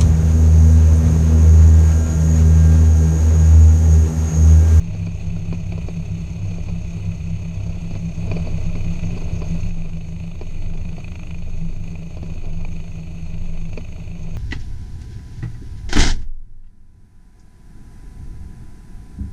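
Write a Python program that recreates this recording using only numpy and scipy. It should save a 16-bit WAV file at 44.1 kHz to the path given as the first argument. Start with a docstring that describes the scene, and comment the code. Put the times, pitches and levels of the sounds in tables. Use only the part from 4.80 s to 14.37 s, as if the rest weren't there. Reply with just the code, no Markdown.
"""Taxiing light twin

Heard from a microphone housing on the wing, two four-cylinder engines idle at slightly different speeds.
Their tones are harmonic sums that beat; filtered noise, pulsed by the firings, gives boom, clatter and ticks.
A low sine is the wing's sway, coloured noise the propeller wash; short noise blows make the mount knock.
Two stretches overlap for 1.5 s: over grass at about 1000 rpm, then on the apron at about 800 rpm."""
import sys
import numpy as np
from scipy import signal
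from scipy.fft import rfft, irfft, next_fast_len
from scipy.io import wavfile
from scipy.ndimage import uniform_filter1d, map_coordinates

SR = 44100
rng = np.random.default_rng(int(sys.argv[2]) if len(sys.argv) > 2 else 0)


def dump(signal):
    """Clip the signal to [-1, 1] and save it as 16-bit WAV at the path in sys.argv[1]."""
    limited = np.clip(np.atleast_2d(signal).T, -1, 1)
    pcm = np.round(limited * 32767).astype(np.int16)
    wavfile.write(sys.argv[1], SR, pcm)


N = 422037

GRASS, APRON = (0, 4.9), (3.39, 9.6)  # start and end of each stretch, s

# Resonances of the microphone housing. Each row: centre [Hz], width [Hz], lift [dB].
HOUSING = [(620, 104, 9.6), (2013, 115, 8.6), (2508, 590, 18.85), (2963, 93, 8.8), (3440, 82, 8.1),
           (3744, 220, 9.3), (4278, 108, 11.6), (4480, 520, 12.4), (5330, 150, 4.4), (6430, 700, 18.6)]
# Rough ground where the grass ends. Each row: peak time [s], build-up [s], lift [dB].
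ROUGH_GROUND = [(3.55, 0.28, 5)]
SETTLE_S = 1.8  # time for the shaking to die down


def amp(db):
    """Decibel law: a level in dB becomes an amplitude ratio."""
    return 10 ** (np.asarray(db) / 20)


def unit(x):
    """Power normalisation: scale to rms 1."""
    return x / np.sqrt(np.mean(x ** 2) + 1e-20)


def curve(rows):
    """Linear interpolation: rows of time and value become one value per sample."""
    times, values = np.transpose(rows)
    return np.interp(np.arange(N) / SR, times, values)


def wobble(rate):
    """Band-limited randomness: a smooth curve through random knots, rate of them a second."""
    knots = rng.standard_normal(int(N * rate / SR) + 4)
    return map_coordinates(knots, [np.arange(N) * rate / SR])


def swells(rows, release_s):
    """Piecewise-linear envelope: a lift in dB climbs to each peak and falls back to nothing."""
    t = np.arange(N) / SR
    return sum(np.interp(t, [s - rise, s, s + release_s], [0, db, 0]) for s, rise, db in rows)


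def during(span):
    """Gating: 1 within a stretch, 0 outside, joined by 25 ms ramps."""
    t = np.arange(N) / SR
    inside = 1. * ((t >= span[0]) & (t < span[1]))
    return np.abs(uniform_filter1d(inside, size=1100))


def both(grass_db, apron_db):
    """Power addition: gain with one level per stretch, summed in power where they overlap."""
    return np.hypot(during(GRASS) * amp(grass_db), during(APRON) * amp(apron_db))


def body(x, points, modes):
    """Minimum-phase filtering: a unit-energy causal response with a broad colour and resonances on top."""
    size = 2 ** 15
    hz = np.fft.rfftfreq(size, 1 / SR)
    f, level = np.transpose(points)
    db = np.interp(np.log(hz + 1), np.log(f + 1), level)
    db = db + sum(lift / (1 + (2 * (hz - centre) / width) ** 2) for centre, width, lift in modes)
    # folding the cepstrum onto positive time makes the response causal
    cepstrum = irfft(np.log(amp(db)))[:size // 2]
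    cepstrum[1:] *= 2
    response = irfft(np.exp(rfft(cepstrum, size)))[:size // 2]
    return signal.oaconvolve(x, response / np.linalg.norm(response))[:N]


def firings(rate_hz, start):
    """Phase accumulation: the running count of firings is the integral of their rate."""
    return start + np.cumsum(rate_hz) / SR


def bursts(count, sharp, scatter_db, lope_db):
    """Amplitude modulation: a swell at every firing, of random strength, heavier on one side of the cycle."""
    strength = scatter_db * rng.standard_normal(1000)[np.round(count).astype(int)]
    lope = lope_db * np.sin(-np.pi * count / 2)
    return amp(strength + lope) * np.exp(sharp * (np.cos(2 * np.pi * count) - 1))


def contact(rise, tail, shiver, shiver_time, strike):
    """Impact: one unit-energy blow, a short rough scrape around a sharp strike, then a shiver (times in s)."""
    t = np.arange(SR // 10) / SR
    swell = np.minimum(t / rise, 1) ** 2
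    after = np.maximum(t - rise, 0)
    decay = np.exp(-after / tail) + shiver * np.exp(-after / shiver_time)
    blow = swell * decay * rng.standard_normal(len(t))
    blow = blow / np.linalg.norm(blow)
    blow[np.argmax(t >= rise)] += strike
    return blow / np.linalg.norm(blow)


def on_grass():
    """Beating: at a brisk idle the engines fire about one a second apart, so their harmonics beat."""
    # Firing rate of the far engine. Each row: time [s], rate [Hz].
    far_speed = [(0, 34.21), (0.5, 33.78), (1.5, 34.04), (3, 34.1), (4.9, 34.28)]
    # Engine orders. Each row: multiple of the four-firing cycle rate, mean rms level [dB].
    # Every fourth order is a firing harmonic.
    near_orders = [(2, -44), (3, -42), (4, -39), (7, -52), (8, -37), (9, -47), (10, -48), (11, -41),
                   (12, -32), (16, -50), (18, -46), (19, -42), (20, -35)]
    far_orders = [(4, -41), (8, -38), (11, -48), (12, -35), (16, -54), (18, -52), (20, -34)]
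    near = firings(np.full(N, 33), start=.41)  # steady 33 Hz
    far = firings(curve(far_speed), start=.53)
    tone = drone(near, near_orders, waver_db=1.1) + drone(far, far_orders, waver_db=1.1)
    roar = amp(-31.5) * boom(near, far)
    rattle = amp(-50) * clatter(near, sharp=0.41, scatter_db=1.37)
    ticks = amp(-56.5) * valves(near, sharp=0.29)
    return during(GRASS) * (tone + roar + rattle + ticks)


def on_apron(far_hz=27.55, hunt_hz=0.1624, tone_follows=0.31):
    """Uneven combustion: at a slow idle the tone wavers and sharp firings stand out, most in hard spells."""
    # Firing rate of the near engine. Each row: time [s], rate [Hz].
    near_speed = [(3.39, 25.02), (4, 26.71), (4.5, 26.38), (4.8, 27.03), (5.3, 26.03), (6, 26.15),
                  (6.8, 26.48), (7.5, 25.78), (8.3, 26.14), (8.8, 25.38), (9.2, 26.39), (9.57, 25.36)]
    # Engine orders. Each row: multiple of the four-firing cycle rate, level [dB rms] before waver and effort.
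    near_orders = [(4, -45), (8, -54), (12, -41), (16, -48.5), (25, -43), (26, -44.5)]
    far_orders = [(6, -48), (12, -44.5), (16, -47), (24, -47)]
    # Spells of harder and harder firing in the near engine. Each row: peak time [s], build-up [s], lift [dB].
    hard_spells = [(4.25, 0.6, 7.5), (5.5, 1, 4.5), (6.45, 0.9, 8.5), (8.05, 0.7, 3.5), (9.1, 0.7, 4)]
    near = firings(curve(near_speed), start=.2)
    far = firings(far_hz + hunt_hz * wobble(2), start=0)
    effort_db = swells(hard_spells, release_s=0.28)
    # the near tone rises tone_follows dB per dB of effort
    near_tone = amp(tone_follows * effort_db) * drone(near, near_orders, waver_db=1.5)
    far_tone = drone(far, far_orders, waver_db=2.5)
    roar = amp(-32.5) * boom(near, far)
    rattle = amp(-56 + effort_db) * clatter(near, sharp=5, scatter_db=1.3)
    far_rattle = amp(-56.5) * clatter(far, sharp=0.17, scatter_db=3.0)
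    ticks = amp(-61.5) * valves(near, sharp=0.21)
    return during(APRON) * (near_tone + far_tone + roar + rattle + far_rattle + ticks)


def drone(count, orders, waver_db):
    """Fourier synthesis: exhaust tone from harmonics of the cycle, each wavering with uneven combustion."""
    cycle = 2 * np.pi * count / 4  # four firings make one cycle
    tone = np.zeros(N)
    for order, db in orders:
        level = np.sqrt(2) * amp(db + waver_db * wobble(7))
        tone += level * np.cos(round(order) * cycle)
    return tone


def boom(near, far):
    """Forced resonance: uneven exhaust puffs of both engines ring the airframe."""
    # Broad colour of the boom. Each row: frequency [Hz], relative level [dB].
    colour = [(12, -27.5), (28, 2.5), (45, -2.5), (65, 1), (90, 2.5), (120, -2), (150, -2), (178, -6.5),
              (200, -13), (280, -25.5), (400, -19), (520, -32.5), (1500, -54)]
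    # Resonances of the airframe. Each row: centre [Hz], width [Hz], lift [dB].
    airframe = [(84.3, 25, 5.5), (98.06, 4.7, 10), (165.6, 19, 15.5), (182, 9.8, 5), (238, 23, 0.5),
                (305.6, 17, 15.5)]
    puffs = sum(bursts(count, sharp=0.71, scatter_db=1.0, lope_db=0.5) for count in (near, far))
    return unit(body(puffs * rng.standard_normal(N), colour, airframe))


def clatter(count, sharp, scatter_db):
    """Structure-borne excitation: each firing shakes a rattle out of the housing."""
    # Broad colour of the clatter. Each row: frequency [Hz], relative level [dB].
    colour = [(100, -18), (300, 1.5), (500, 0.5), (650, 3), (1000, -1), (1400, -3.5), (1750, -13),
              (2500, -8.5), (3500, -12.5), (5000, -27.5), (6500, -26), (9000, -38), (14000, -55)]
    shakes = bursts(count, sharp, scatter_db, lope_db=-0.65) * rng.standard_normal(N)
    return unit(body(shakes, colour, HOUSING))


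def valves(count, sharp):
    """Narrow-band resonance: valve gear ticks with the firings in a high ring."""
    colour = [(2000, -19.0), (5600, -1.5), (6100, 0.5), (6900, -3.5), (7600, -9.5), (10000, -28.0)]
    ticks = bursts(count, sharp, scatter_db=2.3, lope_db=0.5) * rng.standard_normal(N)
    return unit(body(ticks, colour, [(6474, 490, 15.0)]))


def clacks():
    """Impulse response: now and then a single hard firing of the near engine clacks in the housing."""
    # Each row: start [s], strength [dB].
    hard_firings = [(4.191, -13.5), (4.232, -17), (4.83, -17), (6.051, -21), (6.242, -15), (6.354, -13),
                    (6.506, -16.5), (6.542, -20), (7.153, -17.5), (7.847, -13.5)]
    blows = np.zeros(N + SR)
    for s, db in hard_firings:
        blow = contact(rise=0.0022, tail=0.0033, shiver=.1, shiver_time=.006, strike=1.0)
        blows[round(s * SR):][:len(blow)] += amp(db) * blow
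    colour = [(200, -7), (900, 9), (1700, -10.0), (2500, 0), (3300, -16), (5000, -16), (7000, -38), (14000, -70)]
    return body(blows[:N], colour, HOUSING)


def wing(sway_hz=19.8, drift=0.203, bumpy_db=3):
    """Single-mode vibration: the wing sways at one low resonance, unevenly on grass, in swells on the apron."""
    swell_period_s, swell_crest_s, swell_db = 0.95, 6.82, 5.5
    t = np.arange(N) / SR
    turns = sway_hz * t + drift * wobble(0.95)
    grass_db = -30.5 + bumpy_db * wobble(3.94) + swells(ROUGH_GROUND, SETTLE_S)
    apron_db = -26 + swell_db * np.cos(2 * np.pi * (t - swell_crest_s) / swell_period_s)
    return np.sqrt(2) * both(grass_db, apron_db) * np.sin(2 * np.pi * turns)


def mount(uneven_db=2.0):
    """Impact excitation: bumps make the mount thud and click; small jolts keep it chattering in between."""
    # Knocks of the mount. Each row: start [s], click strength [dB].
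    knocks = [(0.146, -22.5), (0.264, -14.5), (0.563, -30), (0.724, -9), (0.919, -16.5), (0.976, -23),
              (1.083, -18), (1.708, -28), (1.781, -29), (1.882, -20.5), (3.107, -21.5), (3.15, -16),
              (3.512, -7), (3.564, -13.5), (3.597, -20.5), (3.669, -17), (3.951, -12.5), (4.616, -9.5),
              (5.61, -16.5), (6.179, -26), (7.367, -25.5), (7.426, -22.5), (8.928, -33), (8.973, -9.5)]
    # Broad colours of thud and click. Each row: frequency [Hz], relative level [dB].
    thud_colour = [(60, -13.5), (200, -1), (400, 6), (520, -0.5), (800, -8), (1400, -17.5), (1800, -26.5),
                   (3000, -23), (5000, -25.5), (7000, -44), (14000, -71)]
    click_colour = [(300, 6.5), (1000, -2), (1600, -5.5), (2400, 1), (3400, -16.5), (4600, -17),
                    (6000, -26), (9000, -49), (14000, -73)]
    # Resonances of the mount. Each row: centre [Hz], width [Hz], lift [dB].
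    modes = [(236.2, 31.6, 12.4), (618.5, 55, 6.2), (689, 140, 6.3), (1012, 57, 5.3), (2437, 300, 16.8),
             (4523, 320, 12.9)]
    # thud under a 0 dB click, and its dB per dB of click: harder knocks are brighter
    thud_db, thud_grows = 1.5, 0.39
    thuds, clicks = np.zeros(N + SR), np.zeros(N + SR)
    for s, db in knocks:
        thud = contact(rise=.003, tail=0.0079, shiver=0.37, shiver_time=0.015, strike=0.61)
        click = contact(rise=0.0028, tail=0.0024, shiver=0.17, shiver_time=0.0092, strike=0.5)
        thuds[round(s * SR):][:len(thud)] += amp(thud_db + thud_grows * db) * thud
        clicks[round(s * SR):][:len(click)] += amp(db) * click
    jolts = unit(amp(3.3 * wobble(70)) * rng.standard_normal(N))
    jostle_db = swells(ROUGH_GROUND, SETTLE_S) + uneven_db * wobble(4.4)
    chatter = both(-48, -51) * amp(jostle_db) * jolts
    return body(thuds[:N] + chatter, thud_colour, modes) + body(clicks[:N], click_colour, modes)


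def wash(flutter_db=1.12):
    """Turbulence noise: propeller wash hisses over the housing with a fluttering level."""
    # Broad colour of the wash. Each row: frequency [Hz], relative level [dB].
    colour = [(100, 0), (250, 3), (400, -0.5), (530, -16), (800, -10.5), (1300, -20), (1750, -24),
              (2600, -24.5), (4000, -26.5), (5500, -36), (7300, -25.5), (8700, -25), (10300, -38),
              (12500, -36.5)]
    air = unit(body(rng.standard_normal(N), colour, HOUSING))
    return both(-47, -49) * amp(flutter_db * wobble(15)) * air


def scene():
    """Superposition: both stretches of the taxi, with the wing, the mount and the air."""
    engines = on_grass() + on_apron() + clacks()
    return (engines + wing() + mount() + wash())[None]


def record(dry):
    """Band limiting: a steep low-pass removes nearly everything above 13.9 kHz."""
    size = next_fast_len(N + SR // 2)
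    hz = np.fft.rfftfreq(size, 1 / SR)
    lowpass = 1 / (1 + (hz / 13900) ** 80)
    return irfft(rfft(dry, size) * lowpass, size)[:, :N]


dry = scene()
out = record(dry)
dump(out)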